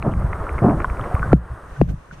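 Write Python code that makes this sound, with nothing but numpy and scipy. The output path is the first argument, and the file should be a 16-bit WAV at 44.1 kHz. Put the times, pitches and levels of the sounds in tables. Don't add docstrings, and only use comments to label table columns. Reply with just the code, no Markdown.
import sys
import numpy as np
from scipy import signal
from scipy.fft import rfft, irfft
from scipy.io import wavfile
from scipy.ndimage import uniform_filter1d

SR = 44100
rng = np.random.default_rng(int(sys.argv[2]) if len(sys.argv) > 2 else 0)


def log_audio(samples):
    frames = np.atleast_2d(samples).T
    limited = np.clip(frames, -1, 1)
    pcm = np.round(limited * 32767).astype(np.int16)
    wavfile.write(sys.argv[1], SR, pcm)


N = 97020
T = np.arange(N) / SR

# frequency_hz, level_db
RUMBLE_SPECTRUM = [(10, -5.5), (25, 0.5), (55, 0), (85, -3.5), (130, -7), (180, -10), (260, -24.5),
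                   (500, -50), (1000, -83)]
CHURN_SPECTRUM = [(60, 6), (200, -3.5), (400, 1.5), (650, 0.5), (850, -3), (1100, 1), (1400, -3.5),
                  (1750, -10), (2050, -16.5), (2600, -26.5), (3300, -33.5), (5000, -50)]
HISS_SPECTRUM = [(1000, 1), (3000, 4.5), (4500, 2.5), (6000, 3.5), (7400, 1), (8600, 8.5), (10200, 3.5),
                 (11300, -4), (12400, -3), (14500, -7), (16000, -9)]
GUSH_SPECTRUM = [(30, -14), (80, 0), (150, 4.5), (300, -3), (450, -10.5), (700, -8.5), (900, -17),
                 (1150, -18), (1600, -32), (2000, -47.5), (3000, -61), (5000, -73.5)]
WASH_SPECTRUM = [(60, -9), (200, -5), (400, -3), (600, -2.5), (850, -5), (1100, -.5), (1500, -4.5),
                 (1850, -10.5), (2150, -22), (2800, -27), (4000, -38), (6000, -56)]
# frequency_hz, level_db
CRACK_SPECTRUM = [(300, -1), (900, -11), (2000, 5), (3000, -6.5), (4500, -27), (8500, -26.5), (15000, -50)]
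RUB_SPECTRUM = [(80, -5), (180, 0), (280, -2), (380, -13), (720, -15), (950, -30), (2000, -48)]
WHISKER_SPECTRUM = [(1000, 9), (2400, 4.5), (4200, -5), (5000, -8), (6200, -1.5), (8000, -15), (10000, -24),
                    (14000, -37)]
# time_s, level_db
RUMBLE_CURVE = [(0, -30), (.17, -21.5), (.3, -26.5), (.45, -31.5), (.7, -24), (.92, -29), (1.08, -30),
                (1.3, -24.5), (1.42, -41.5), (1.6, -42), (1.8, -38.5), (1.92, -21), (2.03, -49.5),
                (2.2, -33)]
CHURN_CURVE = [(0, -37.5), (.04, -34), (.16, -36.5), (.23, -33), (.55, -32.5), (.8, -33.2), (1.05, -32.5),
               (1.32, -32), (1.36, -62)]
HISS_CURVE = [(0, -62), (.5, -59), (1.32, -57.5), (1.4, -68), (1.55, -64), (1.78, -64), (1.86, -71.5),
              (2.2, -68.5)]
WASH_CURVE = [(1.3, -66), (1.37, -44), (1.5, -41), (1.66, -42), (1.79, -44), (1.86, -53), (2.0, -50),
              (2.2, -49)]
# time_s, side_db
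WIDTH_CURVE = [(0, -64), (1.32, -52), (1.42, -18), (1.8, -8.5), (1.88, -2.5), (2.2, -6)]
# start_s, level_db, lower_ring_relative_db, upper_pitch_hz
DROP_TICKS = [(0.025, -21, 1, 2450), (.137, -29.5, 4, 2100), (0.331, -20.5, 2.5, 1960),
              (0.4921, -22, -2.5, 2150), (0.581, -26.5, 6.5, 2100), (.588, -24.5, -4, 2110),
              (0.696, -28.5, 3, 2150), (.709, -31, 9, 1950), (0.802, -25, 6, 2180), (0.805, -33, 13, 2210),
              (0.8189, -29, 2, 2200), (.899, -26, 5, 2200), (0.97, -32, 6, 2160), (1.0115, -26, -20, 3300),
              (1.0405, -25.5, -15, 1980), (1.1508, -25, 6.5, 2200), (1.194, -28.5, 9.5, 2250)]
# start_s, level_db, centre_hz, rise_s
FIZZ_BURSTS = [(.0252, -46, 3700, .001), (.108, -55, 2900, .011), (.197, -53, 10000, .0015),
               (.525, -56, 9500, .005), (.853, -49, 3000, .001), (1.326, -47, 7800, .0012),
               (1.145, -46, 9600, .0015), (1.145, -50, 13000, .0015)]
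# start_s, level_db, attack_s, hold_s, release_s, tilt_db_per_octave
BUBBLE_GUSHES = [(0.032, -17, 0.03, 0.019, .03, 1), (0.616, -11, 0.014, 0.052, 0.047, 0.5)]
# start_s, level_db, pitch_hz, rise_s
NUDGES = [(0.167, -31, 150, .006), (.187, -21, 72.4, 0.019), (.237, -15.5, 134, 0.01),
          (0.2387, -10.5, 59.9, 0.013), (.503, -18.5, 65, 0.025), (.79, -28, 350, .016),
          (0.808, -14.5, 45, 0.0059), (0.896, -17, 51, 0.015), (1.1428, -5.5, 79, 0.0046),
          (1.144, -32, 170, 0.0014), (1.198, -15.5, 133, 0.0059), (1.496, -22, 63.6, 0.019),
          (1.499, -29, 120, 0.021), (1.717, -25, 55.3, 0.009), (1.877, -17, 51.4, 0.016),
          (1.894, -20, 152, 0.0066), (1.935, -23.5, 150, 0.0069), (2.125, -31, 154, 0.0059)]
# start_s, level_db, pitch_hz, decay_s
SINGLE_BUBBLES = [(.3265, -25, 1390, .005), (.329, -26, 2050, .004), (.582, -31, 2130, .006),
                  (.467, -19, 1340, 0.0045), (0.8444, -9, 1040, 0.004), (0.844, -9.5, 1458, 0.0027),
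                  (0.9948, -16, 1230, 0.0031), (1.112, -25.5, 713, 0.027), (1.164, -22, 1124, 0.013),
                  (1.2205, -25, 1520, .006), (1.2285, -18, 1481, 0.012), (1.229, -11.5, 1200, 0.0024),
                  (1.319, -18, 1334, 0.0083), (1.762, -33, 1493, 0.0073), (1.889, -38, 1505, 0.007),
                  (2.111, -28.5, 1457, 0.0046)]
# impact_s, ring_db, shudder_db, boom_db, crack_db, left_over_right_db
HARD_KNOCKS = [(1.330, 0, -5, -7, -28, 1.5), (1.8138, -5, -6.5, -12.5, -30.5, 9.5)]
# pitch_hz, level_against_ring_db, decay_s
CASE_RESONANCES = [(700, -11, .003), (1000, -22, .003), (172, -21, .04)]
# centre_s, level_db, half_width_s
SNOUT_RUBS = [(1.36, -36, .028), (1.806, -28, .005), (1.842, -40, .02), (1.905, -32, .03)]
WHISKER_SWEEPS = [(1.76, -52, 0.099), (1.897, -48.5, .014), (2.04, -57, 0.16), (2.136, -48, 0.016),
                  (2.19, -55, .03)]


def from_db(db):
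    return 10 ** (np.asarray(db) / 20)


def unit_rms(x):
    return x / np.sqrt(np.mean(x ** 2) + 1e-20)


def level(curve):
    return from_db(np.interp(T, *np.transpose(curve)))


def since(start_s):
    return np.maximum(T - start_s, 0)


def colour(x, spectrum):
    hz, db = np.transpose(spectrum)
    octaves = np.log2(np.maximum(np.arange(N // 2 + 1) * SR / N, 1))
    gain = from_db(np.interp(octaves, np.log2(hz), db))
    return unit_rms(irfft(rfft(x) * gain, N))


def noise(spectrum):
    return colour(rng.standard_normal(N), spectrum)


def flutter(depth_db, rate_hz):
    return from_db(depth_db * np.interp(T * rate_hz, np.arange(N), rng.standard_normal(N)))


def evened(x, span_s):
    return x / np.sqrt(uniform_filter1d(x ** 2, max(int(span_s * SR), 2)) + 1e-9)


def widen(mid, side, share):
    return (mid + share * side * np.array([[1], [-1]])) / np.sqrt(1 + share ** 2)


def pulse(t, rise_s):
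    return (t / rise_s * np.exp(1 - t / rise_s)) ** 2


def swells(rows):
    return sum(from_db(db) * np.exp(-((T - centre_s) / half_s) ** 2) for centre_s, db, half_s in rows)


def case_wall(x, edge_hz):
    return signal.sosfilt(signal.butter(6, edge_hz, fs=SR, output="sos"), x)


def bubble_cloud(spectrum, per_s, flow_share, pitches=28, ring_cycles=7, spread_db=2.8):
    strengths = from_db(spread_db * np.minimum(rng.exponential(1, N), 4)) * rng.choice([-1, 1], N)
    born = rng.random(N) < per_s / SR
    pitch_index = rng.integers(0, pitches, N)
    rings = np.zeros(N)
    for k, hz in enumerate(np.geomspace(120, 2600, pitches)):
        radius = from_db(-60 * hz / (ring_cycles * SR))
        resonator = [1, -2 * radius * np.cos(2 * np.pi * hz / SR), radius ** 2]
        kicks = strengths * born * (pitch_index == k) + 1e-9 * rng.random(N)
        rings += signal.lfilter([hz, 0, -hz], resonator, kicks)
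    return unit_rms(colour(rings, spectrum) + flow_share * noise(spectrum))


def rumble():
    mid = evened(noise(RUMBLE_SPECTRUM), span_s=.092)
    stereo = widen(mid, noise(RUMBLE_SPECTRUM), level(WIDTH_CURVE) * from_db(-19))
    return stereo * level(RUMBLE_CURVE) * flutter(depth_db=3.5, rate_hz=24.9)


def churn():
    cloud = bubble_cloud(CHURN_SPECTRUM, per_s=2500, flow_share=1.56)
    return cloud * level(CHURN_CURVE) * flutter(depth_db=2.5, rate_hz=45.17)


def hiss():
    return widen(noise(HISS_SPECTRUM), noise(HISS_SPECTRUM), from_db(-21)) * level(HISS_CURVE)


def drop_ticks(lower_hz=1180):
    out = np.zeros(N)
    for start_s, db, lower_db, upper_hz in DROP_TICKS:
        t = since(start_s)
        upper = pulse(t, rise_s=.00066) * np.sin(2 * np.pi * upper_hz * t)
        lower = pulse(t, rise_s=.001) * np.sin(2 * np.pi * lower_hz * t)
        out += from_db(db) * (upper + from_db(lower_db) * lower)
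    return case_wall(out, edge_hz=2760)


def fizzes(width_octaves=.22):
    skirt = np.linspace(-4, 4, 9)
    out = np.zeros(N)
    for start_s, db, centre_hz, rise_s in FIZZ_BURSTS:
        band = np.transpose([centre_hz * 2 ** (skirt * width_octaves), -2 * np.pi * skirt ** 2])
        out += from_db(db) * pulse(since(start_s), rise_s) * noise(band)
    return out


def gushes():
    out = np.zeros(N)
    for start_s, db, attack_s, hold_s, release_s, tilt in BUBBLE_GUSHES:
        spectrum = [(hz, band_db + tilt * np.log2(hz)) for hz, band_db in GUSH_SPECTRUM]
        cloud = bubble_cloud(spectrum, per_s=2200, flow_share=.8)
        attack = np.minimum(since(start_s) / attack_s, 1)
        release = np.exp(-since(start_s + attack_s + hold_s) / release_s)
        out += from_db(db) * attack * release * evened(cloud, span_s=.043)
    return out


def nudges(sag_share=.069):
    out = np.zeros(N)
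    for start_s, db, hz, rise_s in NUDGES:
        t = since(start_s)
        pitch_hz = hz * (1 - sag_share * np.tanh(t / (4 * rise_s))) * (t > 0)
        out += from_db(db) * pulse(t, rise_s) * np.sin(2 * np.pi * np.cumsum(pitch_hz) / SR)
    return out


def bubbles(attack_s=.00056, glide_per_s=.81):
    out = np.zeros(N)
    for start_s, db, hz, decay_s in SINGLE_BUBBLES:
        t = since(start_s)
        envelope = (1 - np.exp(-(t / attack_s) ** 2)) * np.exp(-t / decay_s)
        out += from_db(db) * envelope * np.sin(2 * np.pi * hz * t * (1 + glide_per_s * t))
    return case_wall(out, edge_hz=3000)


def case_ring(t, decay_s, start_hz=972, end_hz=90, fall_s=.00164, attack_s=.00053):
    cycles = end_hz * t + (start_hz - end_hz) * fall_s * np.log1p(t / fall_s)
    note = np.sin(2 * np.pi * cycles) * np.exp(-t / decay_s)
    modes = sum(from_db(db) * np.sin(2 * np.pi * hz * t) * np.exp(-t / mode_decay_s)
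                for hz, db, mode_decay_s in CASE_RESONANCES)
    return (note + modes) * (1 - np.exp(-(t / attack_s) ** 2))


def knocks(shudder_hz=135, shudder_rise_s=.011, shudder_fall_s=.0081,
           ring_decay_s=.016, boom_hz=60.7, boom_decay_s=.034, lag_s_per_db=.000018):
    out = np.zeros((2, N))
    for impact_s, ring_db, shudder_db, boom_db, crack_db, pan_db in HARD_KNOCKS:
        channel_db = np.array([[.5], [-.5]]) * pan_db
        t = since(impact_s - channel_db * lag_s_per_db)
        pan = from_db(channel_db * np.exp(-t / ring_decay_s))
        ring = case_ring(t, ring_decay_s) * pan
        press = np.exp(-np.maximum(impact_s - T, 0) / shudder_rise_s - t / shudder_fall_s)
        shudder = -np.cos(2 * np.pi * shudder_hz * (T - impact_s)) * press
        boom = -np.sin(2 * np.pi * boom_hz * t) * np.exp(-t / boom_decay_s)
        crack = evened(noise(CRACK_SPECTRUM), span_s=.003) * pulse(t, rise_s=.0014)
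        out += from_db(ring_db) * ring + from_db(shudder_db) * shudder
        out += from_db(boom_db) * boom + from_db(crack_db) * crack
    return out


def dips(depth_db=5, onset_s=.006, hold_s=.035, recovery_s=.059):
    dip = sum(np.tanh(since(impact_s) / onset_s) * np.exp(-since(impact_s + hold_s) / recovery_s)
              for impact_s, *_ in HARD_KNOCKS)
    return from_db(-depth_db * dip)


def wash():
    return widen(noise(WASH_SPECTRUM), noise(WASH_SPECTRUM), level(WIDTH_CURVE)) * level(WASH_CURVE)


def snout_rubs():
    return swells(SNOUT_RUBS) * widen(noise(RUB_SPECTRUM), noise(RUB_SPECTRUM), level(WIDTH_CURVE))


def whiskers():
    return swells(WHISKER_SWEEPS) * np.array([noise(WHISKER_SPECTRUM), noise(WHISKER_SPECTRUM)])


def scene():
    water = (churn() + wash() + rumble() + hiss()) * dips()
    bubbling = gushes() + bubbles() + fizzes()
    return water + bubbling + drop_ticks() + nudges() + knocks() + whiskers() + snout_rubs()


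def record(dry, stopband_hz=15800):
    rounded = dry / (1 + dry ** 12) ** (1 / 12)
    return signal.sosfilt(signal.cheby2(14, 60, stopband_hz, fs=SR, output="sos"), rounded)


dry = scene()
out = record(dry)
log_audio(out)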